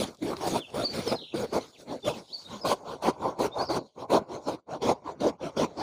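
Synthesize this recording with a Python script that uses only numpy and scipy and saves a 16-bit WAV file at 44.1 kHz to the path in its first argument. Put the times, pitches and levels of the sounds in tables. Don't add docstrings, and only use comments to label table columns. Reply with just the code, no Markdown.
import sys
import numpy as np
from scipy import signal
from scipy.fft import rfft, irfft
from scipy.io import wavfile
from scipy.ndimage import uniform_filter1d, map_coordinates

SR = 44100
rng = np.random.default_rng(int(sys.argv[2]) if len(sys.argv) > 2 else 0)


def file_out(sig):
    cols = np.atleast_2d(sig).T
    lim = np.clip(cols, -1, 1)
    pcm = np.round(lim * 32767).astype(np.int16)
    wavfile.write(sys.argv[1], SR, pcm)


def field_ratio(decibels):
    return 10 ** (np.asarray(decibels, dtype=float) / 20)


N = 257014

# time in seconds, share lifted 0-1.
LIFT = [
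    (2.1, 0),
    (2.6, 0.94),
    (4.3, 0.77),
    (5.2, 0.09),
]


def unit(x):
    return x / np.sqrt(np.mean(x ** 2) + 1e-20)


def along(points, hz):
    f, v = np.transpose(points)
    return np.interp(np.log(hz + 1), np.log(f + 1), v)


def curves(rows):
    s, *cols = np.transpose(rows)
    return [np.interp(np.arange(N) / SR, s, c) for c in cols]


def wobble(rate):
    return map_coordinates(rng.standard_normal(N // 8), [np.arange(N) * rate / SR])


def song():
    # top in seconds, rise in s, sag in s, top pitch in Hz, level in dB.
    hooks = [
        (.85, .028, .035, 4700, -30),
        (1.078, .003, .038, 5330, -32),
        (1.16, .004, .045, 4270, -43),
        (3.655, .022, .03, 5550, -48),
        (2.34, .06, .035, 4680, -37),
        (2.617, .009, .038, 5200, -41),
    ]
    # start in seconds, hold in s, drop in s, end pitch in Hz, level in dB.
    falls = [
        (.594, .012, .05, 2480, -44),
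        (1.728, .014, .033, 1900, -58),
        (2.025, .035, .045, 2300, -40),
    ]
    # start in seconds, length in s, pitch in Hz, level in dB.
    pips = [
        (2.45, 0.019, 3760, -44.5),
        (3.515, .035, 3666, -46),
        (3.583, 0.031, 4430, -39.5),
        (3.614, 0.015, 4854, -36),
    ]
    rise_hz_per_s, sag_hz_per_s, burst_db_per_s, sag_db_per_s = 30000, 14500, 900, 250
    held_hz = 3570
    notes = []
    for s, up, sag, hz, db in hooks:
        burst_db = min(burst_db_per_s * .4 * up, 18)
        notes.append([(s - up, hz - rise_hz_per_s * up, db - 26),
                      (s - .4 * up, hz - .6 * rise_hz_per_s * up, db - burst_db),
                      (s, hz, db),
                      (s + sag, hz - sag_hz_per_s * sag, db - sag_db_per_s * sag)])
    for s, hold, drop, hz, db in falls:
        notes.append([(s, held_hz, db - 6),
                      (s + hold, held_hz - 60, db),
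                      (s + hold + drop / 2, .4 * held_hz + .6 * hz, db - 1.5),
                      (s + hold + drop, hz, db - 9)])
    for s, long, hz, db in pips:
        notes.append([(s, hz - 130, db - 9), (s + 0.5 * long, hz, db), (s + long, hz + 15, db + 1)])
    return notes


def whistle(s, hz, db):
    out = np.zeros(N)
    fade = signal.windows.tukey(len(hz), .2)
    tone = np.sin(2 * np.pi * np.cumsum(hz) / SR)
    out[round(s * SR):][:len(hz)] = np.sqrt(2) * field_ratio(db) * fade * tone
    return out


def bird(chirps_per_s):
    # time in seconds, top pitch in Hz, bottom pitch in Hz, level in dB.
    trills = [
        [(1.175, 4200, 3600, -47), (1.2, 4200, 3300, -44), (1.25, 4200, 2800, -47), (1.335, 3950, 2400, -52)],
        [(3.66, 5300, 4800, -48), (3.69, 5050, 4400, -43), (3.72, 4800, 4150, -46), (3.79, 4400, 3700, -55)],
    ]
    out = np.zeros(N)
    for note in song():
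        s, hz, db = np.transpose(note)
        t = np.arange(s[0], s[-1], 1 / SR)
        out += whistle(s[0], np.interp(t, s, hz), np.interp(t, s, db))
    for run in trills:
        s, top, bottom, db = np.transpose(run)
        t = np.arange(s[0], s[-1], 1 / SR)
        rate = chirps_per_s * (1 + .3 * wobble(70)[:len(t)])
        u = np.sin(np.pi * np.cumsum(rate) / SR) ** 2
        hz = np.interp(t, s, top) * (1 - u) + np.interp(t, s, bottom) * u
        hz = hz + 80 * wobble(500)[:len(t)]
        level_db = np.interp(t, s, db) - 9 * (2 * u - 1.15) ** 2 + 4 * wobble(170)[:len(t)]
        out += whistle(s[0], hz, level_db)
    return out * field_ratio(1.5 * wobble(150))


def yard(x, echo_s, echo_db, wet_db):
    # frequency in Hz, t60 in s.
    t60_s = [(2000, .14), (5000, .12)]
    hz, t, z = signal.stft(rng.standard_normal(SR // 2), SR, nperseg=256)
    decay = field_ratio(-60 * t / along(t60_s, hz)[:, None])
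    tail = signal.istft(z * decay, SR, nperseg=256)[1]
    smear = signal.fftconvolve(x, tail / np.linalg.norm(tail))[:N]
    echo = np.pad(.45 * x + smear, (round(echo_s * SR), 0))[:N]
    return x + field_ratio(wet_db) * smear + field_ratio(echo_db) * echo


def snaps():
    # start in seconds, peak in dB, centre in Hz.
    cracks = [
        (.147, -42, 5450),
        (.171, -41, 5400),
        (0.3677, -24, 3500),
        (0.703, -36, 4530),
        (3.6654, -67, 6870),
        (3.7633, -34, 5990),
    ]
    out, t = np.zeros(N), np.arange(900) / SR
    for s, db, hz in cracks:
        band = signal.butter(2, [hz / 1.8, hz * 1.45], "bandpass", fs=SR, output="sos")
        burst = field_ratio(db - 3 - 60 * t / 0.014) * rng.standard_normal(len(t))
        out[round(s * SR):][:len(t)] += signal.sosfilt(band, burst)
    return out


def body(x, spectrum):
    cep = irfft(np.log(field_ratio(along(spectrum, np.fft.rfftfreq(8192, 1 / SR))) + 1e-6))
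    cep[1:4096] *= 2
    cep[4097:] = 0
    return unit(signal.fftconvolve(x, irfft(np.exp(rfft(cep))))[:N])


def grains(per_s, spread_db):
    chance, size, sign = rng.random(N), rng.standard_normal(N), rng.standard_normal(N)
    return unit((chance < per_s / SR) * field_ratio(spread_db * size) * np.sign(sign))


def patchy(x, depth_db):
    z = signal.stft(x, nperseg=512)[2]
    field = uniform_filter1d(rng.standard_normal(z.shape), size=7, axis=0)
    field = uniform_filter1d(field, size=8, axis=1)
    return unit(signal.istft(z * field_ratio(depth_db * unit(field)), nperseg=512)[1][:N])


def pressure():
    bite_at = [-.03, .225, .412, .744, .936, 1.074, 1.343, 1.531, 2.049, 2.652, 3.025, 3.392, 3.7, 4.103,
               4.472, 4.822, 5.206, 5.57]
    # length in s, block level in dB, tooth rate in Hz, rasp in dB re block,
    # tooth share in dB.
    bites = [(0.0691, -26.5, 220, -20, 0.5), (0.111, -29.5, 400, -24.5, 4.5),
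             (.18, -29.5, 360, -18.5, -3.5), (.1, -26.5, 670, -25.5, 2), (0.072, -27, 570, -22.5, -6),
             (0.0676, -27, 570, -26, 2.5), (0.1061, -28, 520, -25.5, 2), (0.049, -24, 540, -25, -5),
             (.062, -28, 600, -23.5, 3.5), (.078, -24.5, 720, -16.5, 0), (0.0749, -27.5, 430, -18.5, -3),
             (.075, -21.5, 420, -24, -1.5), (0.078, -26, 400, -23, 0), (0.073, -19.5, 530, -25, -2.5),
             (.076, -33, 360, -21.5, -0.5), (0.1, -24, 540, -23.5, 2.5), (.088, -26, 320, -24.5, -1.5),
             (.078, -24, 560, -23, -0.5)]
    # middle in seconds, half
    # length in s, block level in dB, tooth rate in Hz, rasp in dB re block.
    draws = [(0.391, 0.075, -39.5, 460, -18.5), (1.81, 0.0496, -51, 500, -8.5),
             (1.927, 0.084, -35, 300, -26.5), (2.169, .09, -43, 410, -14),
             (2.541, 0.091, -37.5, 220, -21.5), (2.77, .05, -47.5, 500.2, -32),
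             (2.913, 0.0843, -33, 500, -26.5), (3.135, 0.03984, -48, 499.8, -32),
             (3.26, 0.093, -29, 500, -29.5), (3.609, 0.08, -26.5, 820, -29),
             (3.896, 0.02945, -61, 500, -25), (4.015, 0.063, -35, 570, -28.5),
             (4.339, 0.0721, -32, 410, -28.5), (4.736, .065, -34, 670, -27), (5.091, .065, -35, 410, -29),
             (5.458, 0.068, -30.5, 700, -26), (5.812, .06, -31.5, 820, -22.5)]
    # time in seconds, block level in dB.
    surges = [(.232, -31.5), (.757, -27.5), (.8, -27), (0.476, -22.5), (.56, -27.5), (1.077, -20.5),
              (1.127, -20.5), (1.406, -27), (1.576, -49), (2.084, -17), (2.667, -25.5), (2.71, -27.5),
              (3.085, -22), (3.707, -21.5), (3.763, -22.5), (4.138, -18.5), (4.488, -22), (4.898, -18.5),
              (5.238, -33)]
    # time in seconds, block level in
    # dB, rasp in dB re block.
    touch = [(.08, -40, -17.5), (.17, -60, -14.5), (.68, -52.5, -14.5), (1.04, -38.5, -15.5),
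             (1.3, -64, -11), (1.62, -44, -14.5), (1.78, -63.5, -7.5), (2.27, -62.5, -5), (2.38, -55, -5),
             (2.83, -52, -20), (3.5, -44.5, -37), (3.93, -72.5, -2.5), (4.25, -58, -42),
             (4.44, -50.5, -15.5), (4.64, -81, -12), (5.16, -48.5, -35), (5.38, -75, -34), (5.53, -49, -24)]
    swells_db = (1.5, 3)
    bite_s, bite_db = .008, 16
    let_go_s, let_go_db, tail_db_per_s = 0.025, 18, 237.5
    arch_db, tail_dull_db = 3, 4
    draw_db, draw_power, draw_tooth_db = 27.5, 2.24, 0.5
    slow_start, slow_end = .25, .12
    surge_rise_s, surge_fall_s = .012, 0.015

    t = np.arange(N) / SR
    touch_db, touch_rasp_db = curves(touch)
    block = field_ratio(2 * touch_db)
    rasp, loose, speed = block * field_ratio(2 * touch_rasp_db), np.zeros(N), []
    for s, (long, db, hz, rasp_db, tooth_db) in zip(bite_at, bites):
        end = s + long + let_go_s
        swell_db = np.interp(np.interp(s, *np.transpose(LIFT)), [0, 1], swells_db)
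        corners_s = [s - .07, s - bite_s, s, s + long, end, end + 1]
        corners_db = [-70, -swell_db - bite_db, -swell_db, 0, -let_go_db, -let_go_db - tail_db_per_s]
        power = field_ratio(2 * (db + np.interp(t, corners_s, corners_db)))
        gone = np.interp(t, [s + long, end], [0, 1])
        arch = np.minimum((2 * (t - s) / long - 1) ** 2, 1)
        block = block + power
        rasp = rasp + power * field_ratio(2 * (rasp_db - arch_db * arch - tail_dull_db * gone))
        loose = loose + power * tooth_db
        speed += [(s, hz * (1 - slow_start)), (s + long / 2, hz), (s + long, hz * (1 - slow_end))]
    for s, half, db, hz, rasp_db in draws:
        power = field_ratio(2 * np.maximum(db - draw_db * np.abs((t - s) / half) ** draw_power, -150))
        block = block + power
        rasp = rasp + power * field_ratio(2 * rasp_db)
        loose = loose + power * draw_tooth_db
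        speed += [(s - half / 2, hz * (1 - slow_start)), (s, hz), (s + half / 2, hz * (1 - slow_end))]
    total = block.copy()
    for s, db in surges:
        total += field_ratio(2 * (db - 10 * np.where(t < s, (s - t) / surge_rise_s, (t - s) / surge_fall_s)))
    rasp_re_block = rasp * np.sqrt(total / block) / total
    return 10 * np.log10(total), 10 * np.log10(rasp_re_block), curves(sorted(speed))[0], loose / block


def saw():
    # frequency in Hz, level in dB per Hz.
    resting_body = [(76, -50.5), (130, -10.5), (235, -2), (519, -3.5), (854, -9), (1020, -14),
                    (1160, -15.5), (1420, -19), (1820, -27.5), (2200, -24), (2860, -34), (4840, -120)]
    lifted_body = [(76, -47), (130, -13), (264, -5), (391, -4.5), (580, 1), (706, -3), (1060, 1),
                   (1150, -5.5), (1250, -13), (1500, -12.5), (1700, -29), (2200, -43.5), (2860, -49.5),
                   (4840, -120)]
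    rasp_colour = [(880, -16.5), (1500, -6.5), (1910, -11.5), (2140, -7.5), (2820, -8), (3420, -3.5),
                   (4580, -2.5), (5170, -10), (5590, -6), (6170, -11), (6630, -6.5), (7420, -18.5),
                   (8200, -21), (10700, -34), (18000, -120)]
    fizz_colour = [(4470, -39), (7500, -7), (8000, -6), (9600, 0), (11200, -7), (13300, -14), (14800, -7),
                   (16000, -9)]
    thud_colour = [(15, -36), (25, -30), (70, 0), (140, 1.5), (170, 0), (220, -32), (370, -120)]
    lifted = np.clip(curves(LIFT)[0], 0, 1)
    block_db, rasp_db, tooth_hz, loose_db = pressure()
    tooth_db = np.interp(lifted, [0, 1], [-5, -7.5])
    fizz_db = np.interp(lifted, [0, 1], [0.5, 0])
    hand_db = np.interp(lifted, [0, 1], [2, 0])
    fizz_db = fizz_db + 0.46 * np.clip(block_db + 25, -16, 0) + 4
    fizz_db = fizz_db - 1.5 * np.arange(N) / SR

    bite = 2 * np.pi * np.cumsum(tooth_hz * (1 + .085 * wobble(140))) / SR
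    grip = field_ratio(0.29 * wobble(70))
    teeth = unit(field_ratio(4.16 * wobble(110)) * (np.sin(bite) + 0.2 * np.sin(2 * bite)))
    cells = grip * grains(per_s=3000, spread_db=2.0)
    tearing = np.sqrt(1 - lifted) * body(cells, resting_body) + np.sqrt(lifted) * body(cells, lifted_body)
    tearing = patchy(tearing, depth_db=4.0)
    soft_db = uniform_filter1d(block_db, size=2600)
    thud = field_ratio(0.92 * soft_db + hand_db - 20.5) * body(rng.standard_normal(N), thud_colour)

    firm = np.clip((block_db + 59.5) / 16, 0, 1)
    share = firm * field_ratio(tooth_db + loose_db)
    boom = (share * teeth + tearing) / np.sqrt(1 + share ** 2)
    bites = grip ** 0.27 * (1 + 0.15 * np.sin(bite))
    rasp = patchy(body(bites * grains(per_s=18000, spread_db=2.5), rasp_colour), depth_db=4.0)
    whisper = signal.sosfilt(signal.butter(4, 2700, "highpass", fs=SR, output="sos"), rasp)
    rasp = whisper + firm * (rasp - whisper)
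    fizz = patchy(body(bites * grains(per_s=14000, spread_db=4.5), fizz_colour), depth_db=3.0)
    faces = field_ratio(rasp_db) * (field_ratio(9.0) * rasp + field_ratio(fizz_db) * fizz)
    return field_ratio(block_db) * (boom + faces) + thud


def scene():
    far_bird = yard(bird(chirps_per_s=98), echo_s=.047, echo_db=-10, wet_db=-3.5)
    return (saw() + snaps() + far_bird)[None]


def gate(x):
    threshold_db, ratio = -56, 1.6
    level_db = 10 * np.log10(np.abs(uniform_filter1d(x ** 2, size=900, axis=-1)) + 1e-12)
    gain_db = ratio * np.minimum(level_db - threshold_db, 0)
    return x * field_ratio(uniform_filter1d(gain_db, size=500, axis=-1))


def band_limit(x):
    return signal.sosfilt(signal.butter(12, 16840, fs=SR, output="sos"), x)


def record(dry):
    ceiling = .36
    limited = dry / (1 + np.abs(dry / ceiling) ** 4) ** (1 / 4)
    band = signal.ellip(10, .3, 70, 15500, fs=SR, output="sos")
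    mix = signal.sosfiltfilt(band, gate(limited))
    return band_limit(mix)


dry = scene()
out = record(dry)
file_out(out)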